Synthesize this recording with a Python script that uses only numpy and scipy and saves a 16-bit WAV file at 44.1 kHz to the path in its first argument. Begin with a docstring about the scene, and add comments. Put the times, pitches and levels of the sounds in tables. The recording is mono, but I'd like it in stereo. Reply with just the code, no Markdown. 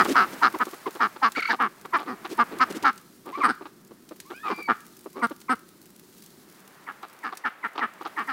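"""Loud rattling duck quacks on a lawn, among soft clucks, thin squeals and a few wing beats.
Slapping syrinx membranes ring chest, throat and beak; in squeals they sing without touching.
Webbed feet crackle in the grass, the yard echoes faintly, a distant rumble lies underneath.
Towards the end the ducks call from farther away."""
import sys
import numpy as np
from scipy import signal
from scipy.fft import rfft, irfft
from scipy.io import wavfile
from scipy.ndimage import uniform_filter1d

SR = 44100
rng = np.random.default_rng(int(sys.argv[2]) if len(sys.argv) > 2 else 0)


def pcm_store(signal):
    """Save signal as 16-bit PCM."""
    levels = np.round(np.clip(np.atleast_2d(signal), -1, 1) * 32767)
    wavfile.write(sys.argv[1], SR, levels.astype(np.int16).T)


N = 366912
TIME = np.arange(N) / SR

# t/s, length/s, level/dB, slap rate/Hz, roughness/0-1, beak f/Hz, chest/dB re beak, rasp/dB re beak
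QUACK_CALLS = [(-0.017, 0.053, -11.5, 206, 0.45, 1290, -12, -20.5),
               (0.151, 0.11, -12.5, 223.1, 0.58, 1284, -19.5, -20.5),
               (0.42, 0.072, -12, 240.2, 0.58, 1290, -18.5, -18.5),
               (0.6, 0.037, -16.5, 202.2, 0.48, 1290, -15, -30),
               (1.001, 0.08, -16, 215.6, 0.43, 1245, -16.5, -22.5),
               (1.223, 0.07, -13.5, 233, 0.32, 1160, -19.5, -19.5),
               (1.491, 0.0417, -15.5, 223.4, 0.51, 1690, -18.5, -15.5),
               (1.595, .09, -17.5, 219, 0.5, 1207, -14.5, -31),
               (1.931, 0.051, -16.5, 304, 0.36, 1160, -19, -26.5),
               (2.069, 0.084, -31.5, 240, 0.42, 1160, -0.5, -20),
               (2.385, 0.053, -13, 231.7, 0.19, 1180, -15.5, -28.5),
               (2.601, 0.046, -12, 249.6, .25, 1256, -19, -20),
               (2.841, .072, -13.5, 255, 0.37, 1275, -18, -22),
               (3.43, 0.05, -13, 241.8, 0.34, 1220, -16.5, -25),
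               (3.479, 0.044, -21, 251, 0.72, 1440, -7, -19), (4.494, 0.046, -26, 329.8, .9, 1060, -2, -19),
               (4.683, 0.048, -16, 210.1, 0.67, 1260, -11, -33),
               (5.222, 0.046, -17, 231.4, 0.1, 1290, -8.5, -25),
               (5.49, 0.058, -17.5, 245.4, 0.16, 1315, -8.5, -25.5),
               (6.872, 0.051, -32.5, 241.4, 0.8, 1247, -17, -40),
               (7.236, 0.069, -28.5, 228.8, 0.64, 1220, -14, -21.5),
               (7.445, .046, -22, 243.6, 0.49, 1334, -17, -26.5),
               (7.636, 0.039, -24.5, 226.5, 0.59, 1340, -16, -35),
               (7.813, 0.052, -21.5, 242.6, 0.51, 1256, -13.5, -36),
               (8.17, 0.07, -25, 242.7, 0.49, 1186, -14, -27),
               (8.28, 0.059, -26, 249.5, 0.22, 1300, -13.5, -22)]
# clucks, bill nearly shut: t/s, length/s, chest level/dB, beak level/dB
CLUCK_CALLS = [(0.051, 0.017, -36.5, -33), (0.538, 0.033, -36.5, -47.5), (0.728, 0.017, -41.5, -52.5),
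               (0.861, 0.032, -35, -42.5), (1.161, 0.01, -46, -45.5), (1.37, 0.025, -36.5, -40.5),
               (1.525, 0.031, -41.5, -34), (1.849, 0.015, -46.5, -43), (1.976, 0.069, -48.5, -42.5),
               (2.245, 0.025, -44.5, -40), (2.511, 0.047, -41, -51), (3.254, 0.074, -46, -49.5),
               (3.37, 0.053, -39.5, -44.5), (3.607, 0.028, -45.5, -51), (3.652, 0.023, -49.5, -48),
               (3.908, 0.02, -50, -60.5), (4.109, 0.022, -43.5, -54), (4.3, 0.038, -44, -47.5),
               (4.438, 0.11, -50.5, -42), (4.576, .045, -45, -49), (5.056, 0.021, -42.5, -53.5),
               (5.153, 0.073, -43, -50.5), (5.307, 0.02, -39, -47.5), (7.027, 0.028, -55, -44),
               (7.321, 0.021, -52, -41.5), (7.753, 0.016, -49, -44.5), (7.775, 0.035, -45, -36),
               (8.007, .023, -47, -45), (8.049, 0.03, -45.5, -38)]
# throat resonances: f/Hz, width/Hz, level/dB
THROAT_MODES = [(877, 150, 0), (723, 100, -0.5)]


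def quacks(swell_s=.021, sag_per_s=6.0, beak_fall=.0795, chest_fall=.7, throat_db=-8, gain_db=-2.2):
    """Slaps ring chest, throat and beak; the beak resonances sink as the bill closes."""
    # resonances: f/Hz, width/Hz, level/dB
    chest_modes = [(217, 267, 0.5), (404, 139, 3)]
    upper_beak_modes = [(1742, 82, 8), (2276, 172, -6.5), (2720, 590, -9)]
    rasp_modes = [(4100, 1200, 4), (5114, 710, 5.5), (5900, 700, -4)]
    hiss_modes = [(8330, 260, 0), (9770, 1400, -9.5)]
    out = np.zeros(N)
    for start_s, length_s, db, rate_hz, rough, beak_hz, chest_db, rasp_db in QUACK_CALLS:
        upper_db, hiss_db, _ = voice_at(start_s)
        t, effort = arch(swell_s, max(length_s - swell_s, swell_s / 2))
        slaps, puffs = syrinx(t, rate_hz, rough, sag_per_s * rough * length_s)  # harsh calls sink most
        source = slaps + .5 * rough * puffs
        beak = slide(band(resonate(source, [(beak_hz, 150, 0)]), 783, 1800), beak_fall)
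        throat = band(resonate(source, THROAT_MODES), 620, 887)
        chest = slide(band(resonate(source, chest_modes), 176, 534), chest_fall * rough)
        gape = 1 + .05 * rng.standard_normal()  # the bill opens differently each time
        gape_modes = [(hz * gape, width_hz, mode_db) for hz, width_hz, mode_db in upper_beak_modes]
        upper = slide(band(resonate(source, gape_modes), 1510, 2750), beak_fall)
        rasp = band(resonate(puffs + .36 * slaps, rasp_modes), 2200, 6800)
        hiss = resonate(puffs, hiss_modes)
        bass = from_db(chest_db) * even(chest)
        mids = even(beak) + from_db(throat_db + chest_db / 2) * even(throat)
        mids += from_db(upper_db) * even(upper)
        treble = from_db(rasp_db) * even(rasp) + from_db(hiss_db) * even(hiss)
        call = bass * effort ** .5 + mids * effort + treble * effort ** 1.4
        add(out, start_s, from_db(db + gain_db) * band(call, 78, 14000))
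    return out


def clucks(rate_hz=270, swell_share=.29, throat_fall=.301, throat_db=-4, gain_db=6.5):
    """A few uneven slaps ring chest, throat and beak; the throat resonance sinks."""
    # resonances: f/Hz, width/Hz, level/dB
    beak_modes = [(1168, 93, 8.5), (1580, 950, -6), (2222, 710, -7), (3910, 2300, -18)]
    out = np.zeros(N)
    for start_s, length_s, chest_db, beak_db in list(CLUCK_CALLS) + chatter():
        t, effort = arch(swell_share * length_s, (1 - swell_share) * length_s + .004)
        slaps, puffs = syrinx(t, rate_hz, rough=.6, sag=.68)
        source = slaps + 1.21 * puffs
        chest = band(resonate(source, [(352, 99, 0)]), 170, 630)
        throat = slide(band(resonate(source, THROAT_MODES), 616, 910), throat_fall)
        beak = band(resonate(source, beak_modes), 786, 4500)
        mouth = from_db(throat_db) * even(throat) + even(beak)
        call = from_db(chest_db) * even(chest) + from_db(beak_db) * mouth
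        add(out, start_s, from_db(gain_db) * call * effort)
    return out


def chatter(count=12, until_s=2.9, length_s=.025, chest_db=-47, beak_db=-53, spread_db=6.0):
    """Faint random clucks of the excited flock, as rows like CLUCK_CALLS."""
    return [(until_s * when, length_s,
             chest_db + spread_db * (2 * chest - 1), beak_db + spread_db * (2 * beak - 1))
            for when, chest, beak in rng.random((count, 3))]


def syrinx(t, rate_hz, rough, sag, jitter=.2, shimmer_db=5, skip=.68):
    """Membrane slaps and the air puff after each; the rate sags, roughness weakens every second slap."""
    slap_hz = rate_hz * (1 + sag * (.5 - t / t[-1])) * np.exp(jitter * rough * drift(260, len(t)))
    cycles = np.cumsum(slap_hz) / SR + rng.random()
    index = cycles.astype(int)
    strength = from_db(shimmer_db * rough * rng.standard_normal(index[-1] + 1))[index]
    strength *= 1 - np.clip(skip * rough, 0, 1) * (index % 2)
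    slaps = np.diff(index, prepend=index[0]) * strength
    puffs = strength * np.exp(-3 * (cycles % 1)) * rng.standard_normal(len(t))
    return rms_one(slaps), rms_one(puffs)


def voice_at(time_s):
    """Timbre of the caller whose turn it is."""
    # caller: upper beak/dB, hiss/dB, second partial of the lead-in/dB
    voices = {"flock": (-8.5, -45, -13), "hissy bird": (-11, -25.5, -8), "across the yard": (-5, -39, 3)}
    # turns: start t/s, caller
    turns = [(-1, "flock"), (3.1, "hissy bird"), (4.2, "flock"), (5.0, "hissy bird"),
             (6.6, "across the yard")]
    callers = [caller for start_s, caller in turns if start_s <= time_s]
    return voices[callers[-1]]


def lead_ins(quack_db=-9.0, cluck_db=-3):
    """A falling tone opens each listed quack and cluck, at a level relative to the call."""
    out = np.zeros(N)
    for start_s, _, db, *_ in QUACK_CALLS:
        add(out, *lead_in(start_s, db + quack_db, second_db=voice_at(start_s)[-1]))
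    for start_s, _, _, beak_db in CLUCK_CALLS:
        add(out, *lead_in(start_s, beak_db + cluck_db, second_db=-18))
    return out


def lead_in(call_s, db, second_db, swell_s=.016, fade_s=.013, end_hz=880, drop=.3614, drop_s=.00898):
    """Membranes sing hoarsely, sinking in pitch, before they touch; returns start time and tone."""
    t, effort = arch(swell_s, fade_s)
    glide_hz = end_hz * (1 + drop * np.exp(-t / drop_s))
    detune = .07 * rng.standard_normal()
    hoarseness = .05 * drift(900, len(t))
    tone = two_partials(glide_hz * (1 + detune + hoarseness), second_db)
    return call_s - swell_s / 2, from_db(db) * effort * tone


def squeals(lift=.038, droop=.068, droop_s=.015, waver=.006):
    """One wavering voice glides; effort lifts its pitch, which droops as the air runs out."""
    # t/s, length/s, first f/Hz, last f/Hz, level/dB
    glides = [(0.54, 0.025, 1150, 753, -30), (0.858, .024, 1096, 943, -31), (3.324, 0.055, 964, 1232, -31),
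              (3.403, 0.034, 1260, 954, -27.5), (4.248, 0.28, 1000, 2150, -51),
              (4.335, .053, 2140, 2630, -50), (4.43, .085, 1300, 1072, -33),
              (4.494, 0.24, 2335, 2190, -42.5), (5.14, .14, 1040, 1208, -47)]
    out = np.zeros(N)
    for start_s, length_s, first_hz, last_hz, db in glides:
        t, effort = arch(length_s / 2, length_s / 2)
        spent = np.exp(np.minimum(t - length_s, 0) / droop_s)
        bend = lift * effort - droop * spent + waver * drift(39, len(t))
        glide_hz = np.interp(t, [0, length_s], [first_hz, last_hz])
        add(out, start_s, sing(glide_hz * (1 + bend), effort, db))
    return out


def squeaks(unison_hz=1785, parting_hz=482, lower_db=-2):
    """The two sides of the syrinx part from unison as effort grows, then meet again."""
    # t/s, length/s, level/dB
    calls = [(1.35, .066, -30.5), (1.419, 0.02, -30.5), (1.439, .03, -31.5), (1.468, .032, -32)]
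    out = np.zeros(N)
    for start_s, length_s, db in calls:
        _, effort = arch(length_s / 2, length_s / 2)
        apart_hz = parting_hz * effort ** .5
        add(out, start_s, sing(unison_hz + apart_hz, effort, db))
        add(out, start_s, sing(unison_hz - apart_hz, effort, db + lower_db))
    return out


def sing(pitch_hz, effort, db, air_db=-6, husky_hz=2000, husky_db=-30, waver=.04):
    """Membranes sing without touching; higher, harder-blown tones are huskier."""
    # resonances: f/Hz, width/Hz, level/dB
    beak_modes = [(1800, 1000, 20), (4630, 1240, -8)]
    size = len(pitch_hz)
    husk = pitch_hz.mean() / husky_hz * from_db(min(db - husky_db, 0))
    wavering_hz = pitch_hz * (1 + waver * husk * drift(1200, size))
    tone = rms_one(two_partials(wavering_hz, second_db=-13))
    air = rms_one(band(resonate(rng.standard_normal(size), beak_modes), 1000, 6800))
    sound = tone * from_db(4.2 * drift(300, size)) + from_db(air_db) * husk ** 2 * air
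    return from_db(db) * sound * effort ** .5


def wings(swish_db=-10):
    """Each beat pushes a low puff of air while the feathers swish."""
    # t/s, length/s, puff level/dB
    beats = [(0.072, 0.049, -24.5), (0.102, 0.036, -24.5), (0.316, 0.036, -35), (2.291, 0.057, -33.5),
             (2.696, 0.027, -31), (2.741, 0.047, -31.5), (2.823, 0.019, -28.5)]
    out = np.zeros(N)
    for start_s, length_s, db in beats:
        t, speed = arch(length_s / 2, length_s / 2)
        puff = rms_one(band(rng.standard_normal(len(t)), 249.3, 411))
        flutter = rng.standard_normal(len(t)) * from_db(2.6 * drift(500, len(t)))
        swish = rms_one(band(flutter, 1100, 5300, order=1))
        add(out, start_s, from_db(db) * speed * (puff + from_db(swish_db) * swish))
    return out


def snaps(decay_s=.0049):
    """Stems and dry leaves crack underfoot; the crack near 7.37 s is a brief swish of feathers."""
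    # t/s, peak level/dB
    breaks = [(0.048, -22), (0.6538, -30.5), (1.32, -26.5), (2.5862, -32.5), (2.724, -31.5), (2.9776, -35),
              (4.0903, -35.5), (4.2013, -27.5), (5.4146, -37.5), (7.372, -26.5)]
    out = np.zeros(N)
    t = np.arange(SR // 40) / SR
    for start_s, db in breaks:
        crack = band(rng.standard_normal(len(t)) * np.exp(-t / decay_s), 1600, 9700, order=1)
        add(out, start_s, from_db(db) * crack / np.abs(crack).max())
    return out


def grass(blades_per_s=70, decay_s=.0026, hiss_db=3):
    """Trodden blades crackle in clumps over a soft hiss."""
    # rustle: t/s, level/dB
    levels = [(0.0, -46), (0.14, -51.5), (1.88, -62.5), (2.39, -59), (3.96, -66.5), (4.36, -60),
              (5.95, -64), (6.19, -59.5), (7.78, -69), (8.32, -60)]
    # hiss: f/Hz, density/dB
    spectrum = [(100, -19), (1200, -23), (4200, -7), (7000, -10), (15500, -10.5)]
    sizes = from_db(6 * np.minimum(rng.exponential(1, N), 3))
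    blades = sizes * (rng.random(N) < blades_per_s * from_db(4 * drift(20, N)) / SR)
    envelope = signal.lfilter([1], [1, -np.exp(-1 / (decay_s * SR))], blades + 1e-18)
    crackle = rms_one(band(envelope * rng.standard_normal(N), 2390, 18000, order=1))
    hiss = from_db(hiss_db + drift(49, N)) * coloured(spectrum, side_db=-46)
    return gain_curve(levels) * (hiss + crackle)


def two_ears(x, pan_db, shade_hz=700, scatter_s=.0011, scatter_db=-15):
    """Bass reaches both sides alike; treble is shaded on one side and scattered by the ground."""
    high = signal.sosfilt(signal.butter(1, shade_hz, "high", fs=SR, output="sos"), x)
    scatter = np.interp(TIME - scatter_s, TIME, band(x, 1500, 4500, order=1))
    side = np.tanh(np.log(from_db(pan_db)) / 2) * high + from_db(scatter_db) * scatter
    return x + side * [[1], [-1]]


def yard_echo(x, delay_s=.008, near_t60_s=.16, far_t60_s=.7, far_db=-15):
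    """Scatter from the nearby coop and a longer, faint tail from the trees."""
    t = np.arange(SR * 3 // 4) / SR
    decay = (from_db(-60 * t / near_t60_s) + from_db(far_db - 60 * t / far_t60_s)) * (t > delay_s)
    response = band(rng.standard_normal((2, len(t))) * decay, 1800, 6600, order=1)
    response /= np.sqrt(np.mean(np.abs(rfft(response, SR)[:, 1000:2000]) ** 2))  # unit gain, 1-2 kHz
    return signal.fftconvolve(x, response, axes=1)[:, :N]


def rumble():
    """Distant low noise, slowly rising and falling."""
    # t/s, level/dB
    levels = [(0.0, -38.5), (0.79, -58.5), (2.29, -52.5), (2.73, -47), (2.92, -55.5), (6.37, -55),
              (7.67, -66), (8.32, -55)]
    # f/Hz, density/dB
    spectrum = [(25, -21.5), (80, -18), (190, 0.5), (280, -2.5), (370, -0.5), (480, -13), (1400, -33.5)]
    return gain_curve(levels) * coloured(spectrum, side_db=-32.5)


def murmur():
    """Soft midrange wash from the yard."""
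    # t/s, level/dB
    levels = [(0, -36), (.75, -49), (1.8, -55.5), (2.75, -42.5), (3.1, -64.5), (6.25, -64.5), (6.75, -54),
              (8.32, -49.5)]
    # f/Hz, density/dB
    spectrum = [(70, -60), (300, -7), (1300, -1.5), (2000, -6), (6000, -30)]
    return gain_curve(levels) * coloured(spectrum, side_db=-9)


def from_db(db):
    """Decibels to gain."""
    return 10 ** (np.asarray(db) / 20)


def rms_one(x):
    """Scale to unit power."""
    return x / np.sqrt(np.mean(x ** 2) + 1e-20)


def even(x, window_s=.011):
    """Hold power steady over a few slaps, so effort alone shapes the loudness."""
    power = np.abs(uniform_filter1d(x * x, int(window_s * SR)))
    return x / np.sqrt(power + .00083 * np.mean(x * x))


def gain_curve(rows):
    """Rows of t/s, level/dB to gain per sample."""
    return from_db(np.interp(TIME, *np.transpose(rows)))


def band(x, low_hz, high_hz, order=2):
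    """Butterworth band-pass."""
    return signal.sosfilt(signal.butter(order, [low_hz, high_hz], "band", fs=SR, output="sos"), x)


def resonate(x, modes):
    """Parallel resonances with alternating signs."""
    out = 0
    for k, (hz, width_hz, db) in enumerate(modes):
        r = np.exp(-np.pi * width_hz / SR)
        poles = [1, -2 * r * np.cos(2 * np.pi * hz / SR), r * r]
        out += (-1) ** k * from_db(db) * (1 - r * r) / 2 * signal.lfilter([1, 0, -1], poles, x)
    return out


def slide(x, fall):
    """Time warp: frequencies sink by the share `fall` from start to end."""
    way = np.linspace(0, 1, len(x))
    return np.interp(way + fall * way * (1 - way) / 2, way, x)


def two_partials(pitch_hz, second_db):
    """Gliding sine plus its octave."""
    phase = 2 * np.pi * np.cumsum(pitch_hz) / SR
    return np.sin(phase) + from_db(second_db) * np.sin(2 * phase)


def drift(rate_hz, size):
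    """Random curve of spread about 1, with knots at rate_hz."""
    steps = np.arange(size) * rate_hz / SR
    knots = rng.standard_normal(int(steps[-1]) + 2)
    return np.interp(steps, np.arange(len(knots)), knots)


def arch(swell_s, fade_s):
    """Times and height of a rounded rise and fall."""
    t = np.arange(int((swell_s + fade_s + .01) * SR)) / SR
    return t, np.sin(np.interp(t, [0, swell_s, swell_s + fade_s], [0, np.pi / 2, np.pi]))


def add(out, start_s, sound):
    """Mix a sound into the track."""
    at = int(start_s * SR)
    sound = sound[max(-at, 0):N - at]
    at = max(at, 0)
    out[at:at + len(sound)] += sound


def coloured(spectrum, side_db):
    """Unit-power stereo noise with the given spectrum."""
    hz, db = np.transpose(spectrum)
    gain = from_db(np.interp(np.log(np.fft.rfftfreq(N, 1 / SR) + 1), np.log(hz), db))
    mid, side = irfft(rfft(rng.standard_normal((2, N))) * gain, N)
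    return rms_one(mid + from_db(side_db) * side * [[1], [-1]])


def scene():
    """Flock, echo and background."""
    # callers' position: t/s, left over right/dB, echo send/dB
    places = [(0, -1, -29), (2.9, 0, -21), (3.4, -4, -14), (4.7, -1, -13), (5.3, -5, -19), (6.9, -4, -13.5)]
    times_s, pan_db, echo_db = np.transpose(places)
    birds = lead_ins() + quacks() + clucks() + squeals() + squeaks() + wings()
    flock = two_ears(birds, np.interp(TIME, times_s, pan_db)) + snaps()
    echo = yard_echo(flock * from_db(np.interp(TIME, times_s, echo_db)))
    return flock + echo + rumble() + murmur() + grass()


def record(dry):
    """Soft peak limit, then a steep low-pass."""
    ceiling, stop_hz = .8, 16400
    rounded = ceiling * np.tanh(dry / ceiling)
    return signal.sosfilt(signal.cheby2(16, 60, stop_hz, fs=SR, output="sos"), rounded)


dry = scene()
out = record(dry)
pcm_store(out)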